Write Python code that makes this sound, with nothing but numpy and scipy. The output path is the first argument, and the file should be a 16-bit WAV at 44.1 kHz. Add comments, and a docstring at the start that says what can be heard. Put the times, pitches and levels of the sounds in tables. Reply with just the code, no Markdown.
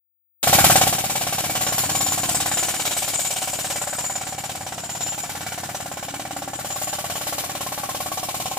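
"""A hydraulic rock drill hammers a steel rod into a concrete wall, nearly 18 blows a second.
Each blow knocks the beam that carries the drill and sets the steelwork clattering; the piston thumps
back through the boom (the drill's arm), and the turning rod squeals in its guide. Flushing water
sprays from the hole, the engine rumbles, and the pit's walls echo. The whole sound swells once at
the start, and the listener slowly turns toward the bit."""
import sys
import numpy as np
from scipy import signal
from scipy.fft import rfft, irfft, next_fast_len
from scipy.io import wavfile
from scipy.ndimage import map_coordinates

SR = 44100
rng = np.random.default_rng(int(sys.argv[2]) if len(sys.argv) > 2 else 0)


def pcm_store(signal):
    """Save signal as 16-bit PCM."""
    levels = np.round(np.clip(np.atleast_2d(signal), -1, 1) * 32767)
    wavfile.write(sys.argv[1], SR, levels.astype(np.int16).T)


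N = 378378
TIME = np.arange(N) / SR

# Loose parts rattle at the blow, and again as the piston returns.
# Each row: seconds after the blow, relative level in dB.
RATTLE_SHAPE = [(0, 2.5), (.001, -0.5), (.006, 1.5), (.021, -2.5), (.026, 1.5), (.031, -4.5), (.038, -10),
                (.057, -7.5)]
# Water spurts after a blow. Each row: seconds after the blow, relative level in dB.
SPURT_SHAPE = [(0, -19), (.002, 3), (.008, 5.5), (.027, 2.5), (.038, 0.5), (.057, -2)]


def amp(db):
    """Turn decibels into a number to multiply by."""
    return 10 ** (np.asarray(db) / 20)


def unit(x):
    """Scale a sound to an average strength (rms) of 1."""
    return x / np.sqrt(np.mean(x ** 2) + 1e-20)


def along(points, hz):
    """Read a table of frequencies and values at hz, with octaves evenly spaced."""
    table_hz, values = np.transpose(points)
    return np.interp(np.log(hz + 1), np.log(table_hz + 1), values)


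def curves(rows, at=TIME):
    """Join a table's rows with straight lines: one curve for each column after the time."""
    times, *columns = np.transpose(rows)
    return [np.interp(at, times, column) for column in columns]


def wobble(rate, count=8):
    """A smooth random curve through rate new values a second."""
    knots = rng.standard_normal(int(N * rate / SR) + 4)
    steps = np.arange(len(knots) * count) / count
    return np.interp(TIME * rate, steps, map_coordinates(knots, [steps], mode="nearest"))


def each(blow):
    """A random value that holds until the next blow."""
    return rng.standard_normal(blow[-1] + 1)[blow]


def swell(start_s, rise_s, hold_s, fall_s):
    """A curve that rises from 0 to 1, holds and falls back."""
    return np.interp(TIME, start_s + np.cumsum([0, rise_s, hold_s, fall_s]), [0, 1, 1, 0])


def filtered(x, response):
    """Multiply each frequency in x by response(hz)."""
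    size = next_fast_len(N + SR // 4)
    return irfft(rfft(x, size) * response(np.fft.rfftfreq(size, 1 / SR)), size)[..., :N]


def peaks(modes, hz):
    """How much power ringing parts pass at hz; each has a pitch, a width and a level."""
    return sum(amp(db) ** 2 * (hz * width) ** 2 / ((pitch ** 2 - hz ** 2) ** 2 + (hz * width) ** 2)
               for pitch, width, db in modes)


def noise(colour):
    """Stereo noise shaped by colour(hz), alike in both ears in the bass, less so in the treble."""
    # Each row: frequency in Hz, how alike the ears are (1 means the same).
    likeness = [(100, 1), (200, 1), (400, 0.82), (750, 1), (1800, 0.13), (3000, 0.076), (6000, 0.56),
                (7200, 0.37), (10000, 0.12), (15000, 0.091)]
    def response(hz):
        spread = np.arccos(np.clip(along(likeness, hz), -1, 1 - 1 / 64)) / 2
        return colour(hz) * np.array([np.cos(spread), np.sin(spread)])
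    mid, side = filtered(rng.standard_normal((2, N)), response)
    return unit(np.array([mid + side, mid - side]))


def hum(hz, width, alike):
    """One part kept ringing by random small hits, in stereo."""
    common, apart = signal.lfilter(*signal.iirpeak(hz, hz / width, SR), rng.standard_normal((2, N)))
    side = np.sqrt((1 - min(alike, 1)) / (1 + alike)) * apart
    return unit(np.array([common + side, common - side]))


def panned(x, left_db, lead_s):
    """Make x louder and earlier on the left; negative values favour the right."""
    shift = lead_s * SR / 2
    ears = zip((1, -1), np.broadcast_to(x, (2, N)))
    return np.array([amp(side * left_db / 2) * map_coordinates(ear, [np.arange(N) + side * shift])
                     for side, ear in ears])


def pit_echo(x, count=30):
    """The pit's walls throw the sound back in a short, blurred echo that keeps varying at random."""
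    # Each row: frequency in Hz, seconds the echo takes to fade by 60 dB.
    fade_times = [(100, 0.067), (800, 0.29), (8000, 0.36)]
    hop, length = N // count + 1, SR // 4
    out = np.zeros((2, N + 4 * hop + length))
    padded = np.pad(x, (hop, 3 * hop))
    for start in range(0, N + hop, hop):
        hz, t, spectrum = signal.stft(rng.standard_normal((2, length)), SR, nperseg=256)
        fade = amp(-60 * t / along(fade_times, hz)[:, None])
        tail = signal.istft(spectrum * fade, SR, nperseg=256)[1][:, :length]
        piece = padded[start:start + 2 * hop] * signal.windows.cosine(2 * hop)
        echo = signal.fftconvolve(piece[None], tail / np.linalg.norm(tail[0]), axes=1)
        out[:, start:start + echo.shape[1]] += echo
    return out[:, hop:hop + N]


def air_puff(peak_s=0.635, ramp_s=0.019, top_hz=85):
    """A puff of air makes one soft, low bump."""
    rumble = noise(lambda hz: 1 / (1 + (hz / top_hz) ** 4))
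    return amp(-27) * rumble * swell(peak_s - ramp_s, ramp_s, 0, ramp_s)


def engine():
    """The engine rumbles, its level wavering."""
    # Each row: frequency in Hz, relative level in dB.
    spectrum = [(20, -33), (45, -33), (75, 4), (135, 2.5), (220, -0.5), (300, -2.5), (410, -10),
                (700, -1.5), (1500, -21), (5000, -11.5), (15000, -47)]
    return noise(lambda hz: amp(along(spectrum, hz))) * amp(1.6 * wobble(10))


def thump(blow, first_s=0.0011, first_gain=0.47, return_s=0.02524):
    """The boom jolts at the blow, and harder about half a cycle later when the oil reverses."""
    # Each row: frequency in Hz, relative level of the jolt in dB.
    spectrum = [(30, -39), (60, -15.5), (85, -3), (130, 1), (170, -1.5), (212, -4.5), (260, -10.5),
                (360, -18.5), (600, -41)]
    kicks = np.diff(blow, prepend=0) * amp(0.76 * each(blow))
    def two_jolts(hz):
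        delays = first_gain * np.exp(-2j * np.pi * hz * first_s) + np.exp(-2j * np.pi * hz * return_s)
        return 1j * amp(along(spectrum, hz)) * delays  # 1j: each jolt both pushes and pulls the air
    return unit(filtered(kicks, two_jolts))


def boom(blow):
    """The boom thumps with the piston and drones along; the engine rumbles through it."""
    # Each row: time in seconds, relative levels of the thump and of the drone in dB.
    levels = [(1.0, -37, -46.5), (2.3, -36.5, -41), (2.8, -44.0, -45.5), (3.3, -44, -52), (5.3, -42, -52),
              (6.5, -44.5, -42.5), (6.8, -43.0, -52.5), (7.5, -43, -45.5), (8.5, -43, -49)]
    thump_db, drone_db = curves(levels)
    drone = amp(drone_db - 1) * noise(lambda hz: peaks([(296, 65, 0)], hz))
    rumble = amp(thump_db - 3) * engine()
    return amp(thump_db - 1.1) * thump(blow) + rumble + drone


def water_spray(blow, age):
    """Flushing water spurts from the hole and breaks into drops."""
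    # Each row: time in seconds, relative level in dB.
    levels = [(1.0, -32), (2.2, -31), (3.6, -36.5), (4.7, -44.5), (5.2, -41), (6.5, -45.5), (6.8, -35.5),
              (7.1, -38), (7.3, -32), (7.5, -36.5), (8.3, -35.5), (8.5, -38.5)]
    # Each row: frequency in Hz, relative level of the hiss in dB.
    spectrum = [(500, -30), (2000, -3), (5000, -1.5), (8000, -3.5), (9600, -1), (11000, -0.5), (13800, 0.5),
                (15500, -6)]
    # Thin high tones: one whistles in the spray, the other rings an octave above the rod's squeal. Each row:
    # pitch in Hz, width in Hz, dB above the hiss.
    whistles = [(9640, 66, 8), (14400, 40, 11)]
    hiss = noise(lambda hz: amp(along(spectrum, hz)) * np.sqrt(1 + peaks(whistles, hz)))
    spurt_db = curves(SPURT_SHAPE, age)[0] + 1.8 * each(blow)
    drops_db = 2 * wobble(1300)
    return amp(curves(levels)[0] + 3) * unit(hiss * amp(spurt_db + drops_db))


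def squeal(blow, age, pitch_hz=7157, waver_hz=45, loudest_s=0.023):
    """The rod sings while it slides in its guide between blows."""
    # Each row: pitch in Hz, width in Hz, relative level in dB.
    rod_tones = [(7114, 40, 16.5), (7060, 120, 1.5), (14250, 70, -32)]
    slide_db = 1.5 * np.cos(2 * np.pi * (age - loudest_s) / np.percentile(age, 99))
    tone = np.sin(2 * np.pi * np.cumsum(pitch_hz + waver_hz * wobble(130)) / SR)
    scrape = noise(lambda hz: np.sqrt(peaks(rod_tones, hz)) / (1 + (np.maximum(6500 - hz, 0) / 700) ** 2))
    flicker = amp(1.1 * wobble(60))
    return unit((0.5 * flicker * tone + scrape) * amp(slide_db + 2 * each(blow)))


def chirps(blow, age, start_hz=7650, climb_hz_per_s=15000):
    """The rod sticks and slips: a higher, raspy squeak climbs anew after each blow."""
    # Each row: pitch in Hz, width in Hz, relative level in dB.
    rasp_bands = [(8030, 720, 2.5), (7100, 370, -3), (5000, 270, -5), (9400, 1300, -12)]
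    pitch_hz = start_hz + climb_hz_per_s * age + 170 * each(blow) + 110 * wobble(400)
    tone = np.sin(2 * np.pi * np.cumsum(pitch_hz) / SR)
    def rasp_colour(hz):
        edge_cut = 1 + (4800 / (hz + 1)) ** 12 + (hz / 10000) ** 12
        return np.sqrt(peaks(rasp_bands, hz) / edge_cut)
    squeak = 1.4 * noise(rasp_colour) + tone * amp(3 * each(blow))
    return unit(squeak * amp(curves(SPURT_SHAPE, age)[0] + 2.9 * wobble(150)))


def rubbing_rod(blow, age):
    """Squeal and chirps both grow with the rubbing, and change level whenever the rod catches."""
    # Each row: time in seconds, relative level of the rubbing in dB.
    rubbing = [(1.0, -34.5), (2.4, -30.5), (3.8, -32.5), (4.7, -41.5), (6.4, -42.0), (6.8, -39),
               (7.6, -41.5), (8.5, -39)]
    # Each row: start in seconds, length in seconds, dB added to the squeal, dB added to the chirps.
    catches = [(1.56, 0.41, 5, -1), (2.03, 0.086, 8.5, -2), (2.28, .1, -1, 3.5), (2.53, 0.11, 2, 2.5),
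               (3.156, 0.083, 8, 2.5), (4.0, 0.16, 7, -0.5), (4.853, .39, 10, 0), (6.706, 0.22, 9.5, 1),
               (7.174, 0.11, 6.5, 2)]
    rise_s, fall_s = 0.065, 0.091
    swells = np.array([swell(start - rise_s, rise_s, length, fall_s) for start, length, _, _ in catches])
    squeal_db, chirp_db = curves(rubbing)[0] + np.transpose(catches)[2:] @ swells
    return amp(squeal_db - 1) * squeal(blow, age) + amp(chirp_db) * chirps(blow, age)


def clatter(blow, age):
    """Couplings, chain and guides rattle in a dense burst of small hits after every blow."""
    # Each row: frequency in Hz, relative level of the hits in dB.
    spectrum = [(150, -23), (300, -3), (430, -2.5), (700, 4), (1250, -2.5), (2000, -10), (2700, -1.5),
                (4500, -8.5), (7000, 1.5), (9500, -6), (15000, -11.5)]
    # The loose parts ring. Each row: pitch in Hz, width in Hz, relative level in dB.
    steel_tones = [(2410, 130, 1), (2946, 300, 4), (3240, 92, 2), (3810, 320, 2), (4370, 170, 1),
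                   (5360, 120, 5), (6025, 42, 10)]
    hits = noise(lambda hz: amp(along(spectrum, hz)))
    # Which part rings most drifts as the rod turns.
    ringing = sum(amp(db + 2 * each(blow) + 0.63 * wobble(0.93))
                  * np.sqrt(width) * hum(hz, width, alike=0.4) for hz, width, db in steel_tones)
    burst = amp(curves(RATTLE_SHAPE, age)[0] + 1.7 * each(blow))
    return unit((hits + amp(-2.5) * unit(ringing)) * burst)


def clank(blow, age):
    """Each blow shakes the boom's plates in a slightly different mix."""
    # Each row: pitch in Hz, width in Hz, relative level in dB.
    plate_tones = [(1134, 38, 0), (1398, 180, 4), (1562, 91, 2), (1749, 45, 3.5), (1965, 160, -0.5)]
    # Each row: seconds after the blow, relative level in dB.
    shudder = [(0, -5), (.0015, 3), (.006, 3), (.012, -2.5), (.021, -4), (.027, -0.5), (.036, -9.5),
               (.057, -12.5)]
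    plates = sum(amp(db + each(blow)) * np.sqrt(width) * hum(hz, width, alike=0.71)
                 for hz, width, db in plate_tones)
    return unit(plates * amp(curves(shudder, age)[0]))


def steelwork(blow, age, surge):
    """Plates clank, loose parts clatter, and the rod's coupling rings, more or less as it turns."""
    # Each row in both tables: time in seconds, relative level in dB.
    clank_levels = [(1.0, -40.5), (1.7, -36.5), (2.1, -40), (2.5, -35.0), (3.3, -44), (3.9, -38.5),
                    (4.4, -43.5), (5.2, -42.5), (5.6, -39.0), (6.0, -43.5), (6.6, -42), (7.9, -42),
                    (8.5, -48)]
    clatter_levels = [(1.0, -31), (3.0, -30.5), (4.7, -39), (5.2, -38.0), (6.5, -40), (6.8, -37),
                      (7.3, -36), (7.8, -37), (8.5, -36)]
    clank_db = curves(clank_levels)[0] + 3.5 * surge
    clatter_db, = curves(clatter_levels)
    coupling = hum(2285, 53, alike=0.59)
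    coupling *= amp(curves(RATTLE_SHAPE, age)[0] + 2 * each(blow) + 2.7 * wobble(4))
    loose_parts = amp(clatter_db + 2.5) * clatter(blow, age) + amp(clatter_db - 10) * unit(coupling)
    return loose_parts + amp(clank_db) * clank(blow, age)


def ring(modes, blow, age, scatter_db, detune, rise_s):
    """A struck part's tones build up fast and fade, a little differently at each blow."""
    tone = sum(amp(db + scatter_db * each(blow) - 60 * age / fade_s)
               * np.sin(2 * np.pi * hz * (1 + detune * each(blow)) * age) for hz, db, fade_s in modes)
    attack = 1 - np.exp(-age / rise_s)
    release = np.clip((age.max() - age) / 0.006, 0, 1)
    return unit(tone * attack * release)


def hammer(first_s=0.41507, period_s=0.05663):
    """The hammer's beat: for every sample, the latest blow's number and its age in seconds."""
    # It labours twice and catches up. Each row: time in seconds, seconds behind the beat.
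    lag = [(.47, 0), (1, .0018), (1.44, .005), (2.23, .0056), (3.1, .0015), (4.5, .0019), (5.06, .0054),
           (5.35, .0094), (5.69, .0085), (6.45, .0023), (7.8, 0)]
    beats = np.arange(first_s, TIME[-1], period_s)
    times = beats + curves(lag, beats)[0]
    blow = np.maximum(np.searchsorted(times, TIME) - 1, 0)
    return blow, np.maximum(TIME - times[blow], 0)


def knock(blow, age, round_trips_per_s=752):
    """The blow bounces between the rod's ends and rings the beam, the drill's cradle and the bit."""
    # Each row: time in seconds, then relative levels in dB of the whole knock, its cradle and its bit.
    levels = [(1.0, -31, -8, -12), (2.0, -33.5, -7, -3), (2.8, -34.5, -8.0, -8.5), (3.1, -37, -8.5, -8),
              (4.0, -35, -2.5, -6), (4.3, -38, -6.5, -11), (4.7, -36.5, -14, -9.5), (4.9, -39, -9.5, -6.5),
              (6.4, -34.5, -10.5, -12), (6.7, -35.5, -2.5, -7), (8.5, -33.5, -9.0, -2)]
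    # The bit's ring sinks and recovers as it settles in. Each row: time in seconds, pitch in Hz.
    bit_pitch = [(1.7, 1105), (2.4, 1044), (4.2, 1023), (4.8, 940), (5.5, 930), (6.4, 1133), (8.5, 1084)]
    # The wave in the rod dies away. Each row: seconds after the blow, relative level in dB.
    wave_fade = [(0, 0), (.0035, -0.5), (.005, 0), (.007, -7), (.009, -14), (.014, -17), (.022, -23),
                 (.057, -36)]
    # Each row: pitch in Hz, relative level in dB, seconds to fade by 60 dB.
    beam_tones = [(684, 6, 0.031), (767, -2.5, 0.05), (815.6, -3, 0.11)]
    knock_db, cradle_db, bit_db = curves(levels)
    bit_hz, = curves(bit_pitch)
    cradle_tones = [(601.5, 0, 0.04)]
    bit_tones = [(bit_hz, 0, 0.055), (bit_hz * 0.95, -3, 0.045)]
    phase = 2 * np.pi * round_trips_per_s * (1 + 0.022 * each(blow)) * age
    wave = unit(np.sin(phase) * amp(curves(wave_fade, age)[0] + 0.3 * each(blow)))
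    beam = ring(beam_tones, blow, age, scatter_db=3, detune=0.029, rise_s=0.0038)
    cradle = ring(cradle_tones, blow, age, scatter_db=1.5, detune=0.017, rise_s=0.0068)
    bit = ring(bit_tones, blow, age, scatter_db=1.5, detune=0.026, rise_s=0.005)
    ringing = amp(-10) * beam + amp(cradle_db - 2.5) * cradle + amp(bit_db - 2.5) * bit
    direct = amp(knock_db) * (amp(-2) * wave + ringing)
    return panned(direct, left_db=-0.3, lead_s=0.00013) + amp(-6) * pit_echo(direct)


def scene():
    """The drill's layers share the hammer's beat and the opening swell."""
    # The listener turns. Each row: time in seconds, the left ear's head start in seconds.
    bearing = [(.5, 7.5e-5), (1.5, 6e-5), (2.5, 3.5e-5), (3.7, -1e-5), (5.5, -3.5e-5), (7.5, -6.5e-5)]
    lead_s, = curves(bearing)
    blow, age = hammer()
    surge = swell(start_s=0.31, rise_s=0.25, hold_s=0.19, fall_s=0.26)
    water = water_spray(blow, age)
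    steel = panned(steelwork(blow, age, surge), left_db=-0.2, lead_s=lead_s)
    water_and_rod = panned(water + rubbing_rod(blow, age), left_db=2.5, lead_s=lead_s)
    drilling = knock(blow, age) + steel + water_and_rod
    return amp(11 * surge) * drilling + amp(10.5 * surge) * boom(blow) + air_puff()


def record(dry):
    """The sound cuts in suddenly, its tallest peaks are flattened and the highest treble is removed."""
    start_s, ceiling, top_hz = 0.4295, 0.9, 15550
    clipped = np.clip(dry * (TIME > start_s), -ceiling, ceiling)
    return filtered(clipped, lambda hz: hz < top_hz)


dry = scene()
out = record(dry)
pcm_store(out)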